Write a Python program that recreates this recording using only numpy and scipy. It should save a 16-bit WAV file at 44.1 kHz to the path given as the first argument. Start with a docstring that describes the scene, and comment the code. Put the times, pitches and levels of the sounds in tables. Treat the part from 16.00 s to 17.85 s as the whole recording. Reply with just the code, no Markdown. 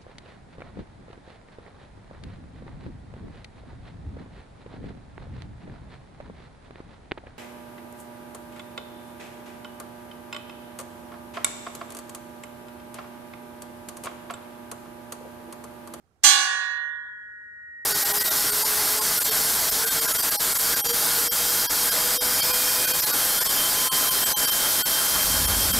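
"""In the faint rumble and hiss of a bare classroom, a stick strikes a hand-held metal disc once.
The contact cracks and excites a crowd of close modes: a dense bright clang that dies in half a second.
Sparse low modes beat on, and a noise suppressor cuts each partial short as it nears the room rumble.
One mode sings to the end, louder and softer in each channel as the disc sways."""
import sys
import numpy as np
from scipy import signal
from scipy.fft import irfft
from scipy.io import wavfile
from scipy.ndimage import uniform_filter1d

SR = 44100
rng = np.random.default_rng(int(sys.argv[2]) if len(sys.argv) > 2 else 0)


def master_out(mix):
    """Clip the mix to full scale and print it as 16-bit PCM to the path in sys.argv[1]."""
    frames = np.transpose(np.atleast_2d(mix))
    ceiling = np.clip(frames, -1, 1)
    pcm = np.round(ceiling * 32767).astype(np.int16)
    wavfile.write(sys.argv[1], SR, pcm)


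N = 81585
TIME = np.arange(N) / SR
BIN_HZ = np.maximum(np.arange(N // 2 + 1) * SR / N, 1)
STRIKE_S, ATTACK_S = .237, .0014
ROOM_PAN_DB, CHANNEL_PHASE_RAD = -7, 1.7

# Spectrum of the bright clang as heard, with narrow dips near 3020 and 3660 Hz:
# frequency_hz, relative_density_db
CLANG_SPECTRUM = [(100, -39), (200, -28.5), (320, -11.5), (400, -22.5), (650, -18.5), (800, 6),
                  (930, -13.5), (1150, -3.5), (1330, -15), (1650, -3), (2400, -9.5), (2880, 2.5),
                  (3020, -11.5), (3170, -1.5), (3500, -1.5), (3660, -8.5), (3800, 0), (4300, 3),
                  (5500, -0.5), (7300, 2.5), (9000, -1.5), (9700, -6), (13000, -10), (15500, -21)]


def from_db(db):
    """Amplitude grows tenfold for every 20 decibels."""
    return 10 ** (np.asarray(db) / 20)


def unit_rms(x):
    """Division by the root mean square gives unit power."""
    return x / np.sqrt(np.mean(np.abs(x) ** 2) + 1e-20)


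def at_hz(table, hz, column=1):
    """Interpolation of a table column on a log-frequency axis."""
    table = np.array(table)
    return np.interp(np.log(hz), np.log(table[:, 0]), table[:, column])


def pan(left_over_right_db):
    """Constant-power panning: two gains with a given level difference."""
    return unit_rms(from_db([[left_over_right_db / 2], [-left_over_right_db / 2]]))


def complex_noise(shape):
    """Gaussian phasors: random amplitudes with uniform phases."""
    return rng.standard_normal(shape) + 1j * rng.standard_normal(shape)


def diffuse_spectrum(colour):
    """A diffuse field is partly coherent at two points for long waves, hardly at all for short ones."""
    # Likeness of left and right: frequency_hz, correlation
    coherence = [(30, .1), (120, .55), (500, 0.91), (1200, .03), (15000, .02)]
    mid, side = complex_noise((2, len(BIN_HZ)))
    alike = np.clip(at_hz(coherence, BIN_HZ), -1, 1)
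    channels = np.sqrt(1 + alike) * mid + np.sqrt(1 - alike) * side * [[1], [-1]]
    return from_db(at_hz(colour, BIN_HZ)) * channels


def diffuse_noise(colour):
    """Fourier synthesis: random phases sum to steady stereo noise, here of unit power."""
    return unit_rms(irfft(diffuse_spectrum(colour), N))


def envelope(start_s, rise_s, t60_s):
    """A damped vibration builds up, then decays exponentially by 60 dB in t60_s."""
    age = np.maximum(TIME - start_s, 0)
    return (1 - np.exp(-age / max(rise_s, 1e-4))) * np.exp(-np.log(1000) * age / t60_s)


def room_rumble():
    """Stationary background noise: low rumble with a trace of hiss."""
    # Noise floor: frequency_hz, relative_density_db
    rumble_spectrum = [(25, -12), (45, -11), (65, 4.5), (100, 1), (160, -5.5), (300, -8.5), (600, -14.5),
                       (1100, -19), (1600, -20), (2500, -28.5), (6000, -31), (10000, -37.5), (15000, -48.5)]
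    return from_db(-67.5) * pan(ROOM_PAN_DB) * diffuse_noise(rumble_spectrum)


def room_hiss():
    """Diffuse broadband noise, heard only where the suppressor is open."""
    # Hiss of the room: frequency_hz, relative_density_db
    hiss_spectrum = [(100, -19), (1000, -3.5), (1600, -2), (2500, -11.5), (6000, -20.5), (15000, -29)]
    return from_db(-57) * pan(ROOM_PAN_DB) * diffuse_noise(hiss_spectrum)


def room_waver(bandwidth_hz, control_hz=200):
    """Random modulation: low-passed phasors make amplitude and phase drift in each channel."""
    pole = np.exp(-2 * np.pi * bandwidth_hz / control_hz)
    drift = signal.lfilter([1], [1, -2 * pole, pole * pole], complex_noise((2, 1000)))
    settled = unit_rms(drift[:, 500:])
    return np.array([np.interp(TIME * control_hz, np.arange(len(side)), side) for side in settled])


def stick_impact():
    """A brief contact is broadband: the stick's touch, then a crack thickened by early reflections."""
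    touch = from_db(-21.5) * envelope(STRIKE_S - .0022, rise_s=0, t60_s=.06)
    crack = from_db(-13.5) * envelope(STRIKE_S, ATTACK_S, t60_s=.23)
    return pan(-4) * (touch + crack) * diffuse_noise(CLANG_SPECTRUM)


def disc_clang(mode_spacing_hz=16, ripple_db=3.5, ripple_step_hz=60):
    """High modal density: close disc and room modes merge into a clang; the highest damp fastest."""
    # Ringing time of the close modes: frequency_hz, t60_s
    decay_times = [(200, .9), (700, 1.04), (1600, 1.244), (3500, .95), (7000, 0.77), (10000, 0.71),
                   (15000, .5)]
    has_mode = rng.random(len(BIN_HZ)) < SR / N / mode_spacing_hz
    knots_hz = np.arange(0, SR / 2, ripple_step_hz)
    ripple = from_db(ripple_db * np.interp(BIN_HZ, knots_hz, rng.uniform(-2, 2, len(knots_hz))))
    lines = diffuse_spectrum(CLANG_SPECTRUM) * has_mode * ripple
    edges_hz = np.geomspace(60, SR / 2, 19)
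    clang = 0
    for low, high in zip(edges_hz, edges_hz[1:]):
        band = irfft(lines * (BIN_HZ >= low) * (BIN_HZ < high), N)
        t60_s = at_hz(decay_times, np.sqrt(low * high))
        clang += band * envelope(STRIKE_S, ATTACK_S, t60_s)
    return from_db(-15.5) * pan(-10) * clang / irfft(lines, N).std()


def disc_clear_modes(twin_gain=.9, twin_gap_hz=10, twin_above_hz=2000):
    """Modal superposition: each mode swells and decays; high ones beat with a weaker, detuned twin."""
    # Resolved modes: pitch_hz, relative_level_db, nominal_t60_s, swell_s, left_over_right_db
    modes = [(325.0, -44.0, 0.7, 0.03, -7.0), (516.0, -40.0, 1.3, 0.08, -10.0),
             (760.0, -34.0, 1.7, 0.03, 12.0), (812.0, -17.0, 0.62, 0.13, -7.0),
             (998.0, -34.0, 2.1, 0.14, -12.0), (1103.0, -22.0, 1.35, 0.06, -13.0),
             (1156.0, -26.0, 1.63, 0.01, -5.0), (1455.0, -31.0, 3.96, 0.008, 0.0),
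             (1491.0, -22.0, 1.77, 0.095, -7.0), (1638.0, -25.0, 0.84, 0.022, -5.0),
             (1675.0, -18.0, 2.37, 0.15, -9.0), (1725.0, -26.0, 2.58, 0.01, -16.0),
             (2052.0, -34.0, 1.04, 0.003, -5.0), (2190.0, -25.0, 0.91, 0.12, -6.0),
             (2268.0, -28.0, 0.92, 0.041, -7.0), (2410.0, -33.0, 1.03, 0.003, -3.0),
             (2592.0, -30.0, 1.06, 0.056, 0.0), (2710.0, -33.0, 0.9, 0.008, 1.0),
             (2848.0, -19.0, 0.95, 0.088, 0.0), (2918.0, -31.0, 1.13, 0.035, -5.0),
             (3182.0, -23.0, 0.81, 0.012, -5.0), (3257.0, -30.0, 1.5, 0.013, -5.0),
             (3342.0, -23.0, 1.02, 0.12, -3.0), (3433.0, -10.0, 0.74, 0.12, -8.0),
             (3523.0, -24.0, 1.2, 0.044, -6.0), (3860.0, -22.0, 0.78, 0.12, -2.0),
             (4057.0, -27.0, 0.94, 0.027, -9.0), (4109.0, -22.0, 1.11, 0.014, -9.0),
             (4165.0, -17.0, 0.66, 0.12, -8.0), (4307.0, -20.0, 0.59, 0.04, -2.0),
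             (4574.0, -25.0, 0.89, 0.008, -8.0), (4738.0, -25.0, 0.8, 0.021, -6.0),
             (4870.0, -22.0, 0.59, 0.028, -8.0), (4940.0, -27.0, 0.72, 0.026, -6.0),
             (5050.0, -31.0, 0.69, 0.003, -9.0), (5318.0, -23.0, 0.75, 0.004, -9.0),
             (5700.0, -29.0, 0.76, 0.003, -6.0), (5850.0, -20.0, 0.62, 0.12, -9.0),
             (6102.0, -16.0, 0.76, 0.003, -14.0), (6651.0, -14.0, 0.5, 0.077, -17.0),
             (6909.0, -26.0, 0.64, 0.003, -8.0), (7146.0, -21.0, 0.42, 0.037, -5.0),
             (7336.0, -23.0, 0.51, 0.003, -18.0), (7519.0, -22.0, 0.5, 0.003, -4.0),
             (7650.0, -26.0, 0.59, 0.003, -15.0), (7888.0, -35.0, 0.85, 0.003, -2.0),
             (8209.0, -20.0, 0.46, 0.025, -11.0), (8605.0, -31.0, 0.58, 0.003, -10.0),
             (8822.0, -25.0, 0.48, 0.023, -12.0), (8954.0, -19.0, 0.37, 0.12, -9.0),
             (9134.0, -28.0, 0.45, 0.018, -19.0), (9256.0, -33.0, 0.45, 0.003, -22.0),
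             (10107.0, -34.0, 0.45, 0.003, -9.0), (11125.0, -30.0, 0.41, 0.009, -16.0),
             (11548.0, -36.0, 0.52, 0.003, -12.0), (11680.0, -33.0, 0.42, 0.014, -15.0),
             (11932.0, -35.0, 0.35, 0.003, -12.0), (12260.0, -30.0, 0.31, 0.034, -20.0),
             (12681.0, -42.0, 0.39, 0.003, -13.0), (13335.0, -34.0, 0.3, 0.011, -36.0)]
    ringing = 0
    for hz, level_db, nominal_t60_s, swell_s, pan_db in modes:
        # Longer waves differ less in phase between the channels.
        phase_gap = CHANNEL_PHASE_RAD * min(hz / 3000, 1) * rng.choice([-1, 1])
        phase = rng.uniform(0, 2 * np.pi) + np.array([[0], [phase_gap]])
        beat_hz = twin_gap_hz * rng.uniform(-1, 1)
        beat_phase = 2 * np.pi * (beat_hz * TIME + rng.random((2, 1)))
        twin = twin_gain * (hz > twin_above_hz) * np.exp(1j * beat_phase)
        phasor = np.exp(1j * phase) + twin + .15 * room_waver(bandwidth_hz=7.1)
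        tone = (phasor * np.exp(2j * np.pi * hz * TIME)).real
        amplitude = from_db(level_db - .74) * envelope(STRIKE_S, swell_s, .96 * nominal_t60_s)
        ringing += pan(pan_db) * amplitude * tone
    return ringing


def disc_singing_mode(pitch_hz=1874.4):
    """Directivity: the lobes of the longest-lived mode sweep past the listener as the disc sways."""
    # Strength of the mode in each channel: time_s, left_db, right_db
    sway_levels = [(0.27, -37, -44), (0.33, -28, -38), (0.42, -38, -61), (0.5, -27, -26.5),
                   (0.68, -43.5, -24), (0.85, -40.5, -24), (1.0, -38, -30.5), (1.1, -35, -45.5),
                   (1.22, -39.5, -40), (1.5, -39.5, -43), (1.8, -38.5, -37.5)]
    time_s, left_db, right_db = np.transpose(sway_levels)
    gains = from_db([np.interp(TIME, time_s, left_db), np.interp(TIME, time_s, right_db)])
    tone = np.sin(2 * np.pi * pitch_hz * TIME + np.array([[0], [CHANNEL_PHASE_RAD]]))
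    return gains * envelope(STRIKE_S, ATTACK_S, t60_s=np.inf) * tone


def scene():
    """Linear superposition: the sound of the struck disc adds to the hiss of the room."""
    return stick_impact() + disc_clang() + disc_clear_modes() + disc_singing_mode() + room_hiss()


def noise_suppressor(x, frame=1024, steepness=5):
    """Spectral gating: each narrow band is turned down when it falls below its threshold."""
    # Gate settings: frequency_hz, threshold_db, closed_gain_db
    gate = [(300, -71.5, -12), (526, -71, -29), (760, -72, -21), (1100, -68.5, -32.5), (1530, -65.5, -29),
            (2540, -71, -24.5), (3300, -78, -25), (4000, -73, -24.5), (6000, -77, -16.5), (9000, -71, -13),
            (14000, -76.5, -15)]
    framing = dict(nperseg=frame, noverlap=frame - frame // 4)
    hz, _, spectra = signal.stft(x, SR, **framing)
    threshold = from_db(at_hz(gate, hz[:, None] + 1))
    closed_gain = from_db(at_hz(gate, hz[:, None] + 1, column=2))
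    power = uniform_filter1d(np.mean(np.abs(spectra) ** 2, axis=0), size=5, axis=0)
    excess = (np.maximum(power, 1e-20) / threshold ** 2) ** (steepness / 2)
    gain = (closed_gain + excess) / (1 + excess)
    _, gated = signal.istft(spectra * gain, **framing)
    return gated[:, :N]


def record(dry, stopband_hz=16157):
    """Gating, clipping and band limiting shape the sound; the steady rumble escapes the gate."""
    clipped = np.clip(noise_suppressor(dry) + room_rumble(), -1, 1)
    lowpass = signal.cheby2(16, 60, stopband_hz, fs=SR, output="sos")
    return signal.sosfilt(lowpass, clipped)


dry = scene()
out = record(dry)
master_out(out)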